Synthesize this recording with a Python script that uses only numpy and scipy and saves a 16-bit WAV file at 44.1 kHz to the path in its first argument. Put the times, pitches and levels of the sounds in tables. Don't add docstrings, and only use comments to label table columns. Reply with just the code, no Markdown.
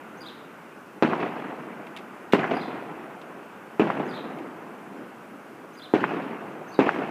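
import sys
import numpy as np
from scipy import signal
from scipy.fft import rfft, irfft, next_fast_len
from scipy.io import wavfile
from scipy.ndimage import uniform_filter1d

SR = 44100
rng = np.random.default_rng(int(sys.argv[2]) if len(sys.argv) > 2 else 0)


def output_pcm(signal):
    pcm = np.clip(np.atleast_2d(signal).T, -1, 1) * 32767
    wavfile.write(sys.argv[1], SR, np.round(pcm).astype(np.int16))


def voltage_ratio(decibels):
    exponent = np.asarray(decibels, float) / 20
    return 10 ** exponent


N = 313110

# start in seconds, peak level in dB, blast length in ms, ground bounce in dB.
BURSTS = [
    (1.02466, 7.5, .32, -1),
    (2.33497, 7.5, .31, -2),
    (3.79624, 5.8, .39, 0),
    (5.9377, 7.5, .355, -.5),
    (6.79039, 8.7, .356, 2.3),
]
# sharp front in dB, roll in dB, roll brightness in dB per octave,
# near walls in dB, far walls in dB.
AFTER = [
    (-8, -19.5, 1.5, -7, 1),
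    (-2, -19.5, 1.5, -4, 3),
    (-24, -20, 0.8, -1, -2),
    (-27, -19.5, 1, 3, -2),
    (-37, -20.5, 2, 5, 1.5),
]
# frequency in Hz, level in dB per Hz.
ROLL = [(24, -59), (40, -50), (97, -19.5), (149, -1), (264, 2), (327, 2), (566, -7), (735, -5), (1500, -14),
        (1740, -15.5), (2610, -19.5), (3820, -36), (7810, -50.5), (12000, -66), (15600, -88), (22000, -120)]


def unit(x):
    return x / np.sqrt(np.mean(x ** 2) + 1e-20)


def along(points, hz):
    f, v = np.transpose(points)
    return np.interp(np.log(hz + 1), np.log(f + 1), v)


def filtered(x, response):
    m = next_fast_len(len(x) + 8192)
    return irfft(rfft(x, m) * response(np.fft.rfftfreq(m, 1 / SR)), m)[:len(x)]


def band(centre_hz, q):
    return lambda f: 1j * f * centre_hz / q / (centre_hz ** 2 - f * f + 1j * f * centre_hz / q)


def add(track, s, sound):
    part = track[max(round(s * SR), 0):][:len(sound)]
    part += sound[:len(part)]


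def patches(shape, patchy_db):
    field = rng.standard_normal(shape)
    field = uniform_filter1d(field, size=4, axis=0)
    field = uniform_filter1d(field, size=8, axis=1)
    return voltage_ratio(patchy_db * unit(field))


def rush(spectrum, patchy_db):
    z = signal.stft(rng.standard_normal(N + 512), nperseg=512)[2]
    patchy = signal.istft(z * patches(z.shape, patchy_db), nperseg=512)[1][:N]
    return unit(filtered(patchy, lambda hz: voltage_ratio(along(spectrum, hz))))


def traffic():
    # time in seconds, level in dB.
    swells = [(0, -42.5), (.5, -43.5), (0.949, -46), (2, -43.5), (3.5, -44), (4.7, -44), (5.2, -44.5),
              (5.898, -45.5), (7.1, -43.5)]
    # frequency in Hz, level in dB per Hz.
    hum = [(15, -72), (40, -44), (90, -16), (146, -5), (216, 0.5), (366, -1.5), (565, -5.5), (1000, -6.5),
           (1520, -6.5), (1750, -13), (2700, -17.5), (3700, -32), (6000, -83), (13200, -120)]
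    s, db = np.transpose(swells)
    return voltage_ratio(np.interp(np.arange(N) / SR, s, db)) * rush(hum, patchy_db=.8)


def far_pops():
    # middle in seconds, level in dB, length in seconds.
    pops = [(0.228, -48, 0.038), (0.968, -42, 0.014), (4.457, -45, 0.069), (4.99, -41, 0.067),
            (5.34, -43, 0.02), (5.534, -44.5, 0.025), (5.626, -45, 0.035)]
    t = np.arange(N) / SR
    swell = sum(voltage_ratio(db) * np.exp(-.5 * ((t - s) / length) ** 2) for s, db, length in pops)
    return swell * unit(filtered(rng.standard_normal(N), lambda f: band(300, 1.2)(f) ** 2))


def bird():
    # seconds after the start, length in seconds, from Hz, to Hz, level in dB.
    long_call = [
        (0, .028, 5950, 6800, -17),
        (.034, .024, 4800, 4750, -6),
        (.058, .009, 4600, 3350, -5),
        (.067, .014, 3350, 3150, -9),
        (.084, .016, 3250, 4100, 0),
        (.1, .011, 4150, 3850, 0),
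        (.111, .017, 3800, 3050, -1),
    ]
    short_call = [
        (.004, .034, 6280, 6230, -1),
        (.044, 0.029, 4350, 4850, 2.5),
        (.07, .02, 3950, 3800, 4),
    ]
    # start in seconds, rms level in dB, pitch factor, echo in dB.
    long_at = [
        (.172, -48, 1.005, 0),
        (2.515, -52, 1.01, 3),
        (4.051, -51, 1.01, 2),
        (5.734, -51, 1.005, -2),
    ]
    # start in seconds, rms level in dB, pitch factor, echo in dB.
    short_at = (6.674, -62, 1, 1)
    note_edge_s, glide_ease, husk_db = .003, 1.1, -24
    air = np.zeros(N)
    t, fade = np.arange(SR // 7) / SR, np.arange(SR // 2) / SR
    calls = [(long_call, c) for c in long_at] + [(short_call, short_at)]
    for notes, (start, level_db, factor, echo_db) in calls:
        s, length, from_hz, to_hz, db = np.transpose(notes)[..., None]
        gate = np.clip(np.minimum(t - s, s + length - t) / note_edge_s + .5, 0, 1)
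        glide = to_hz + (from_hz - to_hz) * np.clip(1 - (t - s) / length, 0, 1) ** glide_ease
        flutter = unit(uniform_filter1d(rng.standard_normal((2, len(t))), size=90))
        pitch = factor * (gate * glide).sum(0) / (gate.sum(0) + 1e-9) * (1 + .012 * flutter[0])
        phase = 2 * np.pi * np.cumsum(pitch) / SR
        low_note = pitch < 5000
        edge = voltage_ratio(-14) * np.sin(2 * phase) + voltage_ratio(-21) * np.sin(2.5 * phase) * low_note
        shrill = np.clip((pitch - 3900) / 800, .15, 1)
        tone = np.sin(phase) + voltage_ratio(-26) * np.sin(3 * phase) * low_note + edge * shrill
        tone = tone + voltage_ratio(husk_db) * unit(np.diff(rng.standard_normal(len(t) + 2), 2))
        call = voltage_ratio(level_db + 3 + 4 * flutter[1]) * (gate * voltage_ratio(db)).sum(0) * tone
        leaves = rng.standard_normal(len(fade)) * voltage_ratio(-60 * fade / .55)
        leaves = leaves / np.linalg.norm(leaves)
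        blur = filtered(leaves, lambda f: .25 + .75 / (1 + (f / 5200) ** 6))
        add(air, start, call)
        add(air, start + 0.033, voltage_ratio(-15) * call)
        add(air, start, voltage_ratio(echo_db) * signal.fftconvolve(call, blur))
    return air


def twigs():
    # start in seconds, level in dB, length in ms, centre in Hz.
    snaps = [(1.868, -39, 5, 2000), (1.9645, -31, 2.5, 2600), (1.9695, -37, 5, 2300), (1.974, -36, 3, 2500),
             (1.986, -46, 14, 2500), (2.3235, -27, 12, 2300), (2.343, -39, 20, 3000),
             (3.215, -50, 10, 2800), (4.386, -47, 5, 2800), (5.639, -37, 6, 800), (5.752, -49, 8, 2200)]
    air, t = np.zeros(N), np.arange(SR // 10) / SR

    def wood(f):
        ring = band(hz, 1.3)(f) ** 2 / (1 + 1j * f / 4000)
        skirt = .13 * (hz / 2500) ** 2 / (1 + 1j * f / 7000) ** 2 * (f > 500)
        return ring + skirt

    for s, db, length_ms, hz in snaps:
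        spiky = rng.standard_normal(len(t)) * voltage_ratio(4 * rng.standard_normal(len(t)))
        add(air, s, voltage_ratio(db) * unit(filtered(spiky, wood)) * np.exp(-1000 * t / length_ms))
    return air


def puff(centre_hz, t60):
    t = np.arange(SR // 6) / SR

    def dull(f):
        lean = .25 + abs(band(centre_hz, .9)(f))
        return voltage_ratio(along(ROLL, f)) * lean * (1 + f / 900) / (1 + (f / 4500) ** 4)

    noise = unit(filtered(rng.standard_normal(len(t)), dull))
    return noise * (1 - np.exp(-t / .0012)) ** 2 * voltage_ratio(-60 * t / t60)


def walls():
    # middle in seconds, peak level in dB, pitch in Hz.
    slaps = [
        (1.1336, -10, 1200),
        (2.4428, -10, 1300),
        (3.9029, -8, 1050),
        (6.0410, -5, 1250),
        (6.8921, -3, 1250),
    ]
    # delay in seconds, peak level in dB, centre in Hz,
    # time to fade 60 dB in seconds.
    answers = [
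        (.054, -28, 800, .05),
        (.079, -11, 320, 0.046),
        (.175, -15, 395, 0.072),
        (.201, -15.5, 480, 0.11),
        (.231, -18.5, 500, 0.1),
        (.286, -23, 250, .07),
        (.344, -28, 500, 0.086),
        (.394, -21, 800, 0.037),
    ]
    # start in seconds, peak level in dB, centre in Hz,
    # time to fade 60 dB in seconds.
    stray = [
        (2.39, -16, 2200, .05),
        (2.508, -25, 4500, .12),
        (1.2, -27, 4500, .15),
        (4.249, -22, 400, .037),
    ]
    far_wall_s = .12
    slap_s, shift = .1089, .8
    air, t = np.zeros(N), np.arange(-88, 88) / SR
    for (burst_s, *_), (s, db, hz), (*_, near_db, far_db) in zip(BURSTS, slaps, AFTER):
        pulse = np.cos(2 * np.pi * hz * t) * np.exp(-(t * hz / .57) ** 2)
        add(air, s + t[0], -voltage_ratio(db) * pulse)
        add(air, s, voltage_ratio(db - 13) * puff(hz, t60=.04))
        late = shift * (s - burst_s - slap_s)
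        for delay, wall_db, wall_hz, t60 in answers:
            level_db = wall_db + (far_db if delay > far_wall_s else near_db) + rng.normal(0, 1.5)
            echo = puff(wall_hz, np.clip(t60, .02, .3))
            add(air, burst_s + delay + late, voltage_ratio(level_db - 7.5) * echo)
    for s, db, hz, t60 in stray:
        add(air, s, voltage_ratio(db - 6) * puff(hz, np.clip(t60, .02, .3)))
    return air


def blast(length_ms, ground_db, front_db):
    # delay in ms, level in dB.
    near = [
        (2.12, -4),
        (7, -7),
        (9.4, -7),
        (11.8, -8),
        (14.6, -11),
        (21.4, -9),
        (24.5, -12),
    ]
    t = np.arange(SR // 10) / SR
    u = 1000 * t / length_ms
    shock = (1 - u) * np.exp(-.765 * u)
    spike = filtered(shock, lambda hz: 1 / (1 + 1j * hz / 700) ** 2)
    front = filtered(shock * np.exp(-u), lambda hz: 1 / (1 + 1j * hz / 2500) ** 3)
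    copies = np.zeros(len(t))
    for k, (delay_ms, db) in enumerate(near):
        change_db = ground_db if k == 0 else rng.normal(0, 1.5)
        add(copies, delay_ms / 1000, voltage_ratio(db + change_db) * spike)
    copies = filtered(copies, lambda hz: 1 / (1 + 1j * hz / 1040) ** 2)
    heard = spike + voltage_ratio(front_db) * front + copies
    return filtered(heard, lambda hz: -hz * hz / (220 ** 2 + 1j * hz * 220 / 3.5 - hz * hz))


def roll(tilt_db):
    # frequency in Hz, time to fade 60 dB in seconds.
    street_fade = [(100, 0.69), (300, 0.69), (1000, 0.71), (3000, 0.46), (8000, 0.074)]
    trees_fade = [(100, 3.16), (300, 3.35), (1000, 3.6), (3000, 2.44), (8000, 0.97)]
    # delay in seconds, width in seconds, depth in dB.
    lulls = [
        (0.058, 0.026, 10),
        (.152, .02, 19),
    ]
    clumps = uniform_filter1d(rng.standard_normal(3 * SR), size=40) * np.sqrt(40)
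    grains = voltage_ratio(2.4 * clumps)
    hz, t, z = signal.stft(unit(grains * rng.standard_normal(3 * SR)), SR, nperseg=256)
    close = np.where(hz[:, None] < 500, voltage_ratio(-2 - 60 * t / .11), voltage_ratio(-7 - 60 * t / .025))
    lull_db = sum(depth_db * np.exp(-((t - s) / width) ** 2) for s, width, depth_db in lulls)
    street = voltage_ratio(-4 - 16 * t - lull_db - 60 * t / along(street_fade, hz)[:, None])
    trees = voltage_ratio(-9 - 60 * t / along(trees_fade, hz)[:, None])
    echoes = z * (close + street + trees) * patches(z.shape, 2.14)
    tail = signal.istft(echoes, SR, nperseg=256)[1]

    def colour(f):
        return voltage_ratio(along(ROLL, f) + tilt_db * np.log2((f + 50) / 700))

    level = np.sqrt(np.mean(colour(np.arange(20, SR // 2, 20.)) ** 2))
    rise = np.clip(np.arange(len(tail)) / SR / .002, 0, 1)
    return rise * filtered(tail, colour) / level


def firecrackers():
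    air = np.zeros(N)
    for (s, db, length_ms, ground_db), (front_db, roll_db, tilt_db, *_) in zip(BURSTS, AFTER):
        add(air, s, voltage_ratio(db) * blast(length_ms, ground_db, front_db))
        add(air, s, voltage_ratio(roll_db) * roll(tilt_db))
    return air


def scene():
    background = traffic() + far_pops()
    garden = bird() + twigs()
    return (background + garden + walls() + firecrackers())[None]


def top_cut(x):
    return signal.sosfilt(signal.butter(12, 15310, fs=SR, output="sos"), x)


def record(dry):
    # frequency in Hz, level in dB per Hz.
    hiss_colour = [(1500, -6), (4000, 0), (6300, -1), (8000, -2), (12500, -3.5), (15000, -5)]
    heard = filtered(dry[0], lambda hz: (1j * hz / (70 + 1j * hz)) ** 2)
    hiss = voltage_ratio(-64) * rush(hiss_colour, patchy_db=1.0)
    mix = filtered(heard + hiss, lambda hz: hz < 15310)[None]
    return top_cut(mix)


dry = scene()
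out = record(dry)
output_pcm(out)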